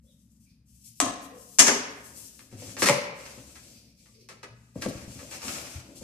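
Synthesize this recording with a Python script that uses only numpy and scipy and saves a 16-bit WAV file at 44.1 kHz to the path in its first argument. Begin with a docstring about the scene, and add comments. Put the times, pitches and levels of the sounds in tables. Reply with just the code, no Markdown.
"""A rag hisses softly over a low room hum; then come sharp knocks, clatter and dull thuds.
Someone on a stepladder pulls the rag off a cleaning pole, knocks the pole against a metal window frame
and steps across onto the sill. Each knock is a click that sets the struck thing ringing; the cloth
swishes and rubs in many tiny slips. A hard-walled room rings after them.
Two microphones listen, and the right one is deaf to high treble."""
import sys
import numpy as np
from scipy import signal
from scipy.fft import rfft, irfft, next_fast_len
from scipy.io import wavfile
from scipy.ndimage import uniform_filter1d

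SR = 44100
rng = np.random.default_rng(int(sys.argv[2]) if len(sys.argv) > 2 else 0)


def pcm_store(signal):
    """Save signal as 16-bit PCM."""
    levels = np.round(np.clip(np.atleast_2d(signal), -1, 1) * 32767)
    wavfile.write(sys.argv[1], SR, levels.astype(np.int16).T)


N = 265923
TOP_HZ = 14400  # upper edge of the sound
FREQS = np.fft.rfftfreq(8192, 1 / SR)


def amp(db):
    """Turns decibels into a gain."""
    return 10 ** (np.asarray(db) / 20)


def unit(x):
    """Scales a signal to an average (rms) level of 1."""
    return x / np.sqrt(np.mean(x ** 2) + 1e-20)


def curve_at(points, hz):
    """Looks up a curve between its points, on a log-frequency axis."""
    freqs, values = np.transpose(points)
    return np.interp(np.log(hz + 1), np.log(freqs), values)


def add(mix, start_s, sound):
    """Adds a sound into the mix at its start time."""
    part = mix[round(start_s * SR):][:len(sound)]
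    part += sound[:len(part)]


def click(db):
    """The sharpest click that has this spectrum and does not ring before it starts."""
    log_gain = np.log(amp(np.r_[db, db[-2:0:-1]]))
    spectrum = np.exp(np.conj(signal.hilbert(log_gain)))
    return np.fft.ifft(spectrum).real[:len(db)]


def tint(x, colour):
    """Gives a long sound a tone colour (a level for each frequency), then scales it to level 1."""
    size = next_fast_len(N)
    gain = amp(curve_at(colour, np.fft.rfftfreq(size, 1 / SR)))
    return unit(irfft(rfft(x, size) * gain, size)[:N])


def drift(hz):
    """A random wobble that heads for a new value hz times a second."""
    position = np.arange(N) * hz / SR
    return unit(np.interp(position, np.arange(2000), rng.standard_normal(2000)))


def flatten(x, width_hz):
    """Evens out the overall spectrum of a random burst, keeping its fine detail."""
    size = next_fast_len(len(x) + len(FREQS))
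    power = uniform_filter1d(abs(rfft(x, size)) ** 2, max(int(width_hz * size / SR), 1))
    power = np.interp(FREQS, np.fft.rfftfreq(size, 1 / SR), power)
    return signal.fftconvolve(x, click(-10 * np.log10(abs(power) + 1e-9)))[:len(x)]


def room_hum(rumble_db=-62.5, waver_db=3.5, wander_cycles=0.18):
    """Low room rumble with a few wavering machine tones."""
    # The rumble's colour and the tones. Each row: frequency in Hz, level in dB.
    colour = [(20, -29.5), (35, -19), (55, -2.5), (72, -6.5), (90, -3.5), (120, -0.5), (150, -3),
              (220, 0.5), (290, -11.5), (380, -27.5), (550, -29.5), (750, -38.5), (2000, -41.5),
              (5000, -66.5)]
    tones = [(65.7, -69), (117.5, -68.5), (228, -74.5)]
    t = np.arange(N) / SR
    out = amp(rumble_db) * tint(rng.standard_normal(N), colour)
    for hz, db in tones:
        gain = amp(db + waver_db * drift(6.5)) * np.sqrt(2)
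        out += gain * np.sin(2 * np.pi * (hz * t + wander_cycles * drift(1.1)))
    return out


def reflections(fade_times, build_s, mic_gap_m=0.15):
    """Echoes from all sides, alike at both microphones only in the bass; each band fades at its rate."""
    echoes = rng.standard_normal((2, SR)) * (rng.random((2, SR)) < 5000 / SR)
    hz, t, (left, other) = signal.stft(echoes, SR, nperseg=256)
    alike = np.sinc(2 * hz * mic_gap_m / 343)[:, None]  # sound travels 343 m/s
    right = alike * left + np.sqrt(1 - alike ** 2) * other
    fade = amp(-60 * t / curve_at(fade_times, hz)[:, None])
    tail = signal.istft(np.array([left, right]) * fade, SR, nperseg=256)[1][:, :SR]
    tail *= 1 - np.exp(-np.arange(SR) / SR / build_s)
    return tail / np.linalg.norm(tail[0])


def echo_pair():
    """Quick echoes from the near window recess and a long tail from the far walls."""
    # How long each rings. 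Each row: frequency in Hz, seconds to fade by 60 dB.
    recess = [(200, 0.27), (6000, 0.086)]
    walls = [(100, 0.72), (260, 1), (700, 0.88), (1840, 0.88), (4850, 0.62), (8000, 0.4), (13000, 0.43)]
    return reflections(recess, build_s=0.00073), reflections(walls, build_s=0.0067)


def room_path(near, far, near_db, far_db):
    """The way to both microphones: direct sound, near echoes, then far ones."""
    response = amp(near_db) * near + amp(far_db) * far
    response[:, 0] += 1  # direct sound
    return np.array([flatten(side, width_hz=110) for side in response])


def squeaks(waver=0.067, waver_hz=250):
    """Faint, thin, unsteady tones that swell and fade."""
    # Each row: start in seconds, length in seconds, pitch in Hz, level in dB.
    chirps = [(.03, 0.04, 505, -58.5), (0.047, 0.1, 3370, -70.5), (.45, 0.041, 2555, -69.5),
              (1.24, 0.23, 482.6, -44.5), (4.116, 0.15, 444, -54.5)]
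    out = np.zeros(N)
    wobble = 1 + waver * drift(waver_hz)
    for start, length, hz, db in chirps:
        cycles = np.cumsum(hz * wobble[round(start * SR):][:round(length * SR)]) / SR
        add(out, start, amp(db) * np.hanning(len(cycles)) * np.sin(2 * np.pi * cycles))
    return out


def strokes(rows, speed_up_share=0.28, slow_down_share=0.44):
    """Loudness of sliding strokes: each swells, holds and fades with its speed."""
    gain = np.zeros(N)
    for start, length, db in rows:
        along = np.linspace(0, 1, round(length * SR))
        speed = np.clip(np.minimum(along / speed_up_share, (1 - along) / slow_down_share), 0, 1)
        add(gain, start, amp(db) * np.sin(np.pi / 2 * speed))
    return gain


def friction(rows, colour, db, slips_per_s, uneven_db, flutter_db, flutter_hz):
    """Sliding strokes make many tiny slips of uneven size, in clumps."""
    slips = (rng.random(N) < slips_per_s / SR) * rng.standard_normal(N)
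    size_db = uneven_db * np.minimum(rng.exponential(1, N), 4)
    slips *= amp(size_db + flutter_db * drift(flutter_hz))
    return amp(db) * strokes(rows) * tint(slips, colour)


def loose_cloth():
    """The rag hisses along the pole; trouser legs and rag brush softly."""
    # Strokes. Each row: start in seconds, length in seconds, relative level in dB.
    pulls = [(0.0, .32, -74.5), (0.29, 0.099, -73), (0.392, .07, -68.5), (0.646, 0.32, -66.5),
             (0.837, 0.061, -57), (.945, 0.067, -62), (1.206, 0.059, -55), (1.313, 0.4, -57),
             (1.86, .22, -63.5), (2.02, 0.17, -57), (2.13, 0.18, -50), (2.309, .18, -61)]
    brushes = [(0.03, 0.13, -85), (0.451, .11, -65), (0.725, 0.094, -95), (0.835, .09, -63.5),
               (3.56, 0.41, -58), (3.96, .12, -60), (4.114, 0.18, -60)]
    # Their colours. Each row: frequency in Hz, level in dB.
    rag_colour = [(1500, -39.5), (2600, -11), (3800, -15), (5500, -5), (7500, -1.5), (10000, -3),
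                  (12500, -4.5), (14000, -7)]
    brush_colour = [(1200, -32), (1900, -9), (2400, 2.5), (3000, -8.5), (3800, -6), (4700, 2.5), (5600, 0),
                    (7500, -9.5)]
    rag = friction(pulls, rag_colour, db=1.5,
                   slips_per_s=6600, uneven_db=3, flutter_db=2, flutter_hz=50.4)
    brush = friction(brushes, brush_colour, db=-6,
                     slips_per_s=4000, uneven_db=1, flutter_db=4, flutter_hz=42)
    return rag + brush


def body_shifts():
    """As the body shifts, clothes swish, the hand rubs the frame and the feet shuffle."""
    # Each row: start and length in seconds, then relative levels of swish, rub and shuffle in dB.
    shifts = [(1.951, 0.61, -66, -89, -56.5), (2.493, 0.12, -62.5, -60, -54),
              (2.566, 0.22, -52, -55.5, -44), (2.776, 0.082, -36.5, -39.5, -39),
              (3.13, 0.29, -56.5, -52.5, -50), (3.34, 0.5, -58.5, -66.5, -52.5),
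              (3.783, 0.15, -76.5, -97.5, -64), (3.943, 0.24, -68, -95.5, -65),
              (4.493, 0.45, -74, -99, -70.5), (4.741, 0.1, -65.5, -55, -49),
              (4.807, 0.054, -48.5, -49, -38.5), (4.863, 0.23, -58.5, -53.5, -44),
              (5.052, 0.34, -54, -53.5, -46), (5.297, 0.09, -48.5, -50, -51),
              (5.397, 0.23, -43, -40.5, -38), (5.59, 0.23, -52.5, -50.5, -46), (5.815, 0.17, -64, -67, -44),
              (5.945, 0.062, -54.5, -70, -66), (6.002, 0.052, -57.5, -52, -34.5)]
    # Their colours. Each row: frequency in Hz, level in dB.
    swish_colour = [(1000, -44.5), (2000, -17.5), (2600, -6.5), (3800, -8.5), (5500, -4), (7500, -0.5),
                    (10000, -6), (14000, -10)]
    rub_colour = [(200, -16.5), (600, 3.5), (1100, 0.5), (1600, -3), (2400, -1.5), (3600, -14.5),
                  (5000, -9), (6500, -11), (10000, -38)]
    shuffle_colour = [(40, -19.5), (80, 18), (140, 6.5), (200, 9.5), (290, 15.5), (390, 4), (560, 10),
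                      (800, -4.5), (2000, -46.5)]
    start, length, swish_db, rub_db, shuffle_db = np.transpose(shifts)
    swish = friction(zip(start, length, swish_db), swish_colour, db=1,
                     slips_per_s=9200, uneven_db=1, flutter_db=1, flutter_hz=59.5)
    rub = friction(zip(start, length, rub_db), rub_colour, db=0.5,
                   slips_per_s=1000, uneven_db=5, flutter_db=3.5, flutter_hz=44.9)
    shuffle = friction(zip(start, length, shuffle_db), shuffle_colour, db=-4,
                       slips_per_s=1200, uneven_db=-1.5, flutter_db=2.5, flutter_hz=30.44)
    return swish + rub + shuffle


def struck_body(colour, modes, spread_s):
    """A struck thing answers with a crack and its modes, the tones it rings at by itself."""
    t = np.arange(SR // 3) / SR
    body = np.zeros(len(t))
    add(body, 0, click(curve_at(colour, FREQS)))
    body /= np.linalg.norm(body)
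    for hz, db, fade_s in modes:
        ring = np.cos(2 * np.pi * hz * t) * amp(-60 * t / fade_s)
        body += amp(db) * ring / np.linalg.norm(ring)
    # Bending waves travel faster at high pitch: the treble arrives first, the bass last.
    hz = np.fft.rfftfreq(SR, 1 / SR)
    delay = spread_s * (np.sqrt(TOP_HZ / np.clip(hz, 100, TOP_HZ)) - 1)
    return irfft(rfft(body, SR) * np.exp(-2j * np.pi * np.cumsum(delay)), SR)[:len(t)]


def strike(hits, body, echoes, bass_hz, near_db, far_db, treble_hz=4000):
    """Each hit is a click and a short chatter that shake the body and echo in the room."""
    t = np.arange(len(FREQS)) / SR
    out = np.zeros((2, N))
    # Hits land at different spots, so they take turns among the paths through the room.
    paths = [room_path(*pair, near_db, far_db) for pair in echoes[:len(hits)]]
    for k, (start, db, chatter_db, chatter_s, bass_db, treble_db) in enumerate(hits):
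        chatter = rng.standard_normal(len(t)) * np.exp(-t / chatter_s)
        force = amp(chatter_db) * chatter / np.linalg.norm(chatter)
        force[0] += 1  # the click
        # A heavy hit adds bass, a hard one treble.
        bass = bass_db / (1 + (FREQS / bass_hz) ** 2)
        treble = treble_db / (1 + (treble_hz / (FREQS + 1)) ** 2)
        force = signal.fftconvolve(flatten(force, width_hz=380), click(bass + treble))
        sound = amp(db) * signal.fftconvolve(force, body)
        for side, path in zip(out, paths[k % len(paths)]):
            add(side, start, signal.fftconvolve(sound, path))
    return out


def weight_on_sill(rise_s=0.015):
    """Soft, deep booms as the foot loads the sill."""
    # Each row: start in seconds, pitch in Hz, level in dB, seconds to fade by 60 dB.
    booms = [(5.755, 85, -23, 0.12), (5.757, 125, -35, 0.25), (4.5, 119, -44, 0.46),
             (2.535, 104, -40.5, 0.79)]
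    t = np.arange(SR // 2) / SR
    out = np.zeros(N)
    for start, hz, db, fade_s in booms:
        envelope = amp(db - 60 * t / fade_s) * (1 - np.exp(-t / rise_s))
        add(out, start, envelope * np.sin(2 * np.pi * hz * t))
    return out


def sill_thuds(echoes):
    """The sill answers each bump with a dull, low thud."""
    # Each row: start in seconds, strength in dB, chatter against the click in dB,
    # chatter decay in seconds, bass in dB, treble in dB.
    hits = [(2.527, -14.5, 10, .02, 7, -7), (2.62, -9, 7.5, 0.023, -9, 6.5), (2.68, -21, -28, 0.014, 9, 10),
            (3.375, -16, 17, .008, 4, 7), (4.7565, -4.5, 11, 0.0077, 0.5, -30.5),
            (4.858, -3.5, -7, 0.001, -1, 3), (4.8625, 6.5, -23, 0.001, -7.5, -6),
            (4.885, -8.5, 15, 0.022, -42, 28), (4.952, -23, -1, 0.01, 21, -3),
            (5.078, -24, -15, 0.0079, 22.5, -6), (5.14, -29.5, 6, 0.028, 24, -8),
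            (5.23, -8.5, -10, 0.014, -27, 0)]
    # The crack's colour. Each row: frequency in Hz, level in dB.
    colour = [(40, -12), (90, 0), (250, 3.5), (390, -3.5), (550, 1), (850, -16), (1500, -30.5),
              (4000, -39.5), (14000, -55)]
    # Ringing tones. Each row: pitch in Hz, energy against the crack in dB, seconds to fade by 60 dB.
    modes = [(121.8, -17, 0.99), (180, -22, 0.14), (280, -37.5, 0.14), (509, -27, 0.082)]
    body = struck_body(colour, modes, spread_s=0.0002)
    return strike(hits, body, echoes, bass_hz=250, near_db=-2, far_db=-12.5)


def light_clatter(echoes):
    """Pole and ladder tick and rattle, with hardly any ring."""
    # Hits, crack colour and ringing tones; columns as in sill_thuds.
    hits = [(2.392, -17.5, -6, 0.0077, -23, -10), (2.767, -5.5, 1, 0.015, 0, -13),
            (2.8203, 11, 6, 0.00081, 5.5, -16), (2.825, 6.5, 22, 0.013, 3.5, 0),
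            (2.858, 6, 5.5, 0.005, -16.5, -0.5), (2.865, 9.5, 10.5, 0.024, -7.5, -2.5),
            (3.555, -15.5, 5, 0.012, -23, -11), (4.058, -26.5, 6.5, 0.0054, -19.5, -11.5),
            (4.288, -13.5, 3, 0.027, 2.5, -5), (4.430, -8, 6.5, 0.0082, -3.5, -15),
            (4.82, -1, 11, 0.0063, -13.5, -9.5), (5.19, -13.5, 13, 0.0087, -4, -14),
            (5.31, -11.5, 12, .012, -14, -8)]
    colour = [(47, -51.5), (80, -21), (405, -4), (584, -1.5), (694, -8), (1300, -3.5), (1420, -12.5),
              (1610, -4.5), (2710, -10.5), (3150, -18), (3360, -17), (5770, -13), (9290, -18), (14000, -27)]
    modes = [(417, -18.5, 0.055), (1317, -27, .08), (4220, -25.5, 0.044), (5350, -34.5, 0.038)]
    body = struck_body(colour, modes, spread_s=0.000707)
    return strike(hits, body, echoes, bass_hz=457, near_db=4.5, far_db=-2)


def pole_taps(echoes):
    """Three quick taps make the pole ring briefly."""
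    # Hits, crack colour and ringing tones; columns as in sill_thuds.
    hits = [(1.0018, 11, 2.5, 0.0029, -12.5, -8), (1.021, -1.5, 5.5, 0.0072, 10.5, -17.5),
            (1.064, -2.5, -1.5, 0.0095, 9, -20.5)]
    colour = [(47, -63.5), (80, -17), (212, -14), (268, 0.5), (355, -13.5), (725, -4.5), (900, -12.5),
              (1090, -4.5), (1540, -24.5), (1680, -17.5), (4170, -25.5), (7480, -16), (14000, -38)]
    modes = [(275, -22, .12), (716, -11, .12), (845, -19, .2), (1040, -7, .05), (1130, -12, .12),
             (1712, -17, .12), (6400, -9, .004), (7760, -8, .006)]
    body = struck_body(colour, modes, spread_s=0.0003)
    return strike(hits, body, echoes, bass_hz=450, near_db=-1, far_db=-3.5)


def pole_clashes(echoes):
    """A cluster of hard hits brings out the pole's bright, high tones."""
    # Hits, crack colour and ringing tones; columns as in sill_thuds.
    hits = [(1.5862, 6.4, -10.5, 0.0065, 9, 3), (1.5915, 11.4, 5, 0.0011, -3.5, 6.5),
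            (1.5968, 13.2, 6, 0.0046, -5, 4.5), (1.6655, 10.8, 11, 0.0085, 3, -4.5),
            (1.681, 13.1, -1.5, 0.005, 6.5, -15)]
    colour = [(47, -53.5), (80, -25.5), (182, -16), (216, -13.5), (280, 2.5), (355, -15.5), (396, -3.5),
              (481, -8.5), (547, -3), (1420, -8), (1680, -6), (4170, -20), (6570, -9), (14000, -30)]
    modes = [(260, -13.5, 0.066), (1080, -21.5, .25), (1750, -18, .1), (5450, -24.5, .08),
             (5530, -16.5, 0.12), (6200, -27.5, .1), (6410, -18.5, 0.043), (6410, -24.5, 0.072),
             (6276, -16, 0.033), (6724, -27, .1), (7200, -19.5, 0.1), (8150, -33.5, .12)]
    body = struck_body(colour, modes, spread_s=0.0008)
    return strike(hits, body, echoes, bass_hz=450, near_db=7.5, far_db=2)


def frame_knocks(echoes):
    """The pole knocks on the metal window frame, which rings on."""
    # Hits, crack colour and ringing tones; columns as in sill_thuds.
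    hits = [(2.8865, 17.6, -0.5, 0.0024, -9.5, -12), (2.8955, 11.2, -4, 0.0025, 2, -3.5)]
    colour = [(47, -65), (80, -45.5), (123, -8), (312, -17.5), (355, -15), (387, -19), (584, 5),
              (680, -19.5), (862, -9.5), (1580, -26), (2090, -14), (3670, -41.5), (7010, -23), (14000, -38)]
    modes = [(580, -12.5, 0.061), (587.4, -19.5, 0.51), (857, -14, 0.084), (990, -12.5, 0.028),
             (1820, -24.5, 0.024), (2060, -21, 0.0517), (2265, -18, 0.18), (2730, -28, 0.11)]
    body = struck_body(colour, modes, spread_s=0.0005)
    return strike(hits, body, echoes, bass_hz=750, near_db=-4.5, far_db=-5.5)


def scene():
    """Knocks, thuds and cloth in one room, over its hum."""
    echoes = [echo_pair() for _ in range(3)]
    pole = pole_taps(echoes) + pole_clashes(echoes) + light_clatter(echoes)
    window = frame_knocks(echoes) + sill_thuds(echoes)
    sliding = body_shifts() + loose_cloth() + squeaks()
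    path = room_path(*echoes[0], near_db=6.5, far_db=3)
    sliding_in_room = signal.fftconvolve([sliding], path, axes=1)[:, :N]
    return pole + window + sliding_in_room + weight_on_sill() + room_hum()


def record(dry, hiss_db=-84):
    """Two microphones colour the sound and add hiss; peaks past full scale and the top treble are cut."""
    # How well each microphone hears. Each row: frequency in Hz, gain in dB.
    left = [(200, 1.5), (600, -1.5), (1500, 0.5), (4000, 6.5), (6300, 7), (7600, 9), (14000, 6)]
    right = [(200, -1.5), (700, -5), (1500, -0.5), (4000, 6.5), (6300, 6.5), (7300, -15.5), (8500, -10.5),
             (14000, -21)]
    mics = np.array([click(curve_at(side, FREQS)) for side in (left, right)])
    heard = signal.fftconvolve(dry, mics, axes=1)[:, :N]
    heard += amp(hiss_db) * rng.standard_normal((2, N))
    low_pass = signal.firwin(511, TOP_HZ, window=("kaiser", 8), fs=SR)
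    return signal.oaconvolve(np.clip(heard, -1, 1), low_pass[None], "same", axes=1)


dry = scene()
out = record(dry)
pcm_store(out)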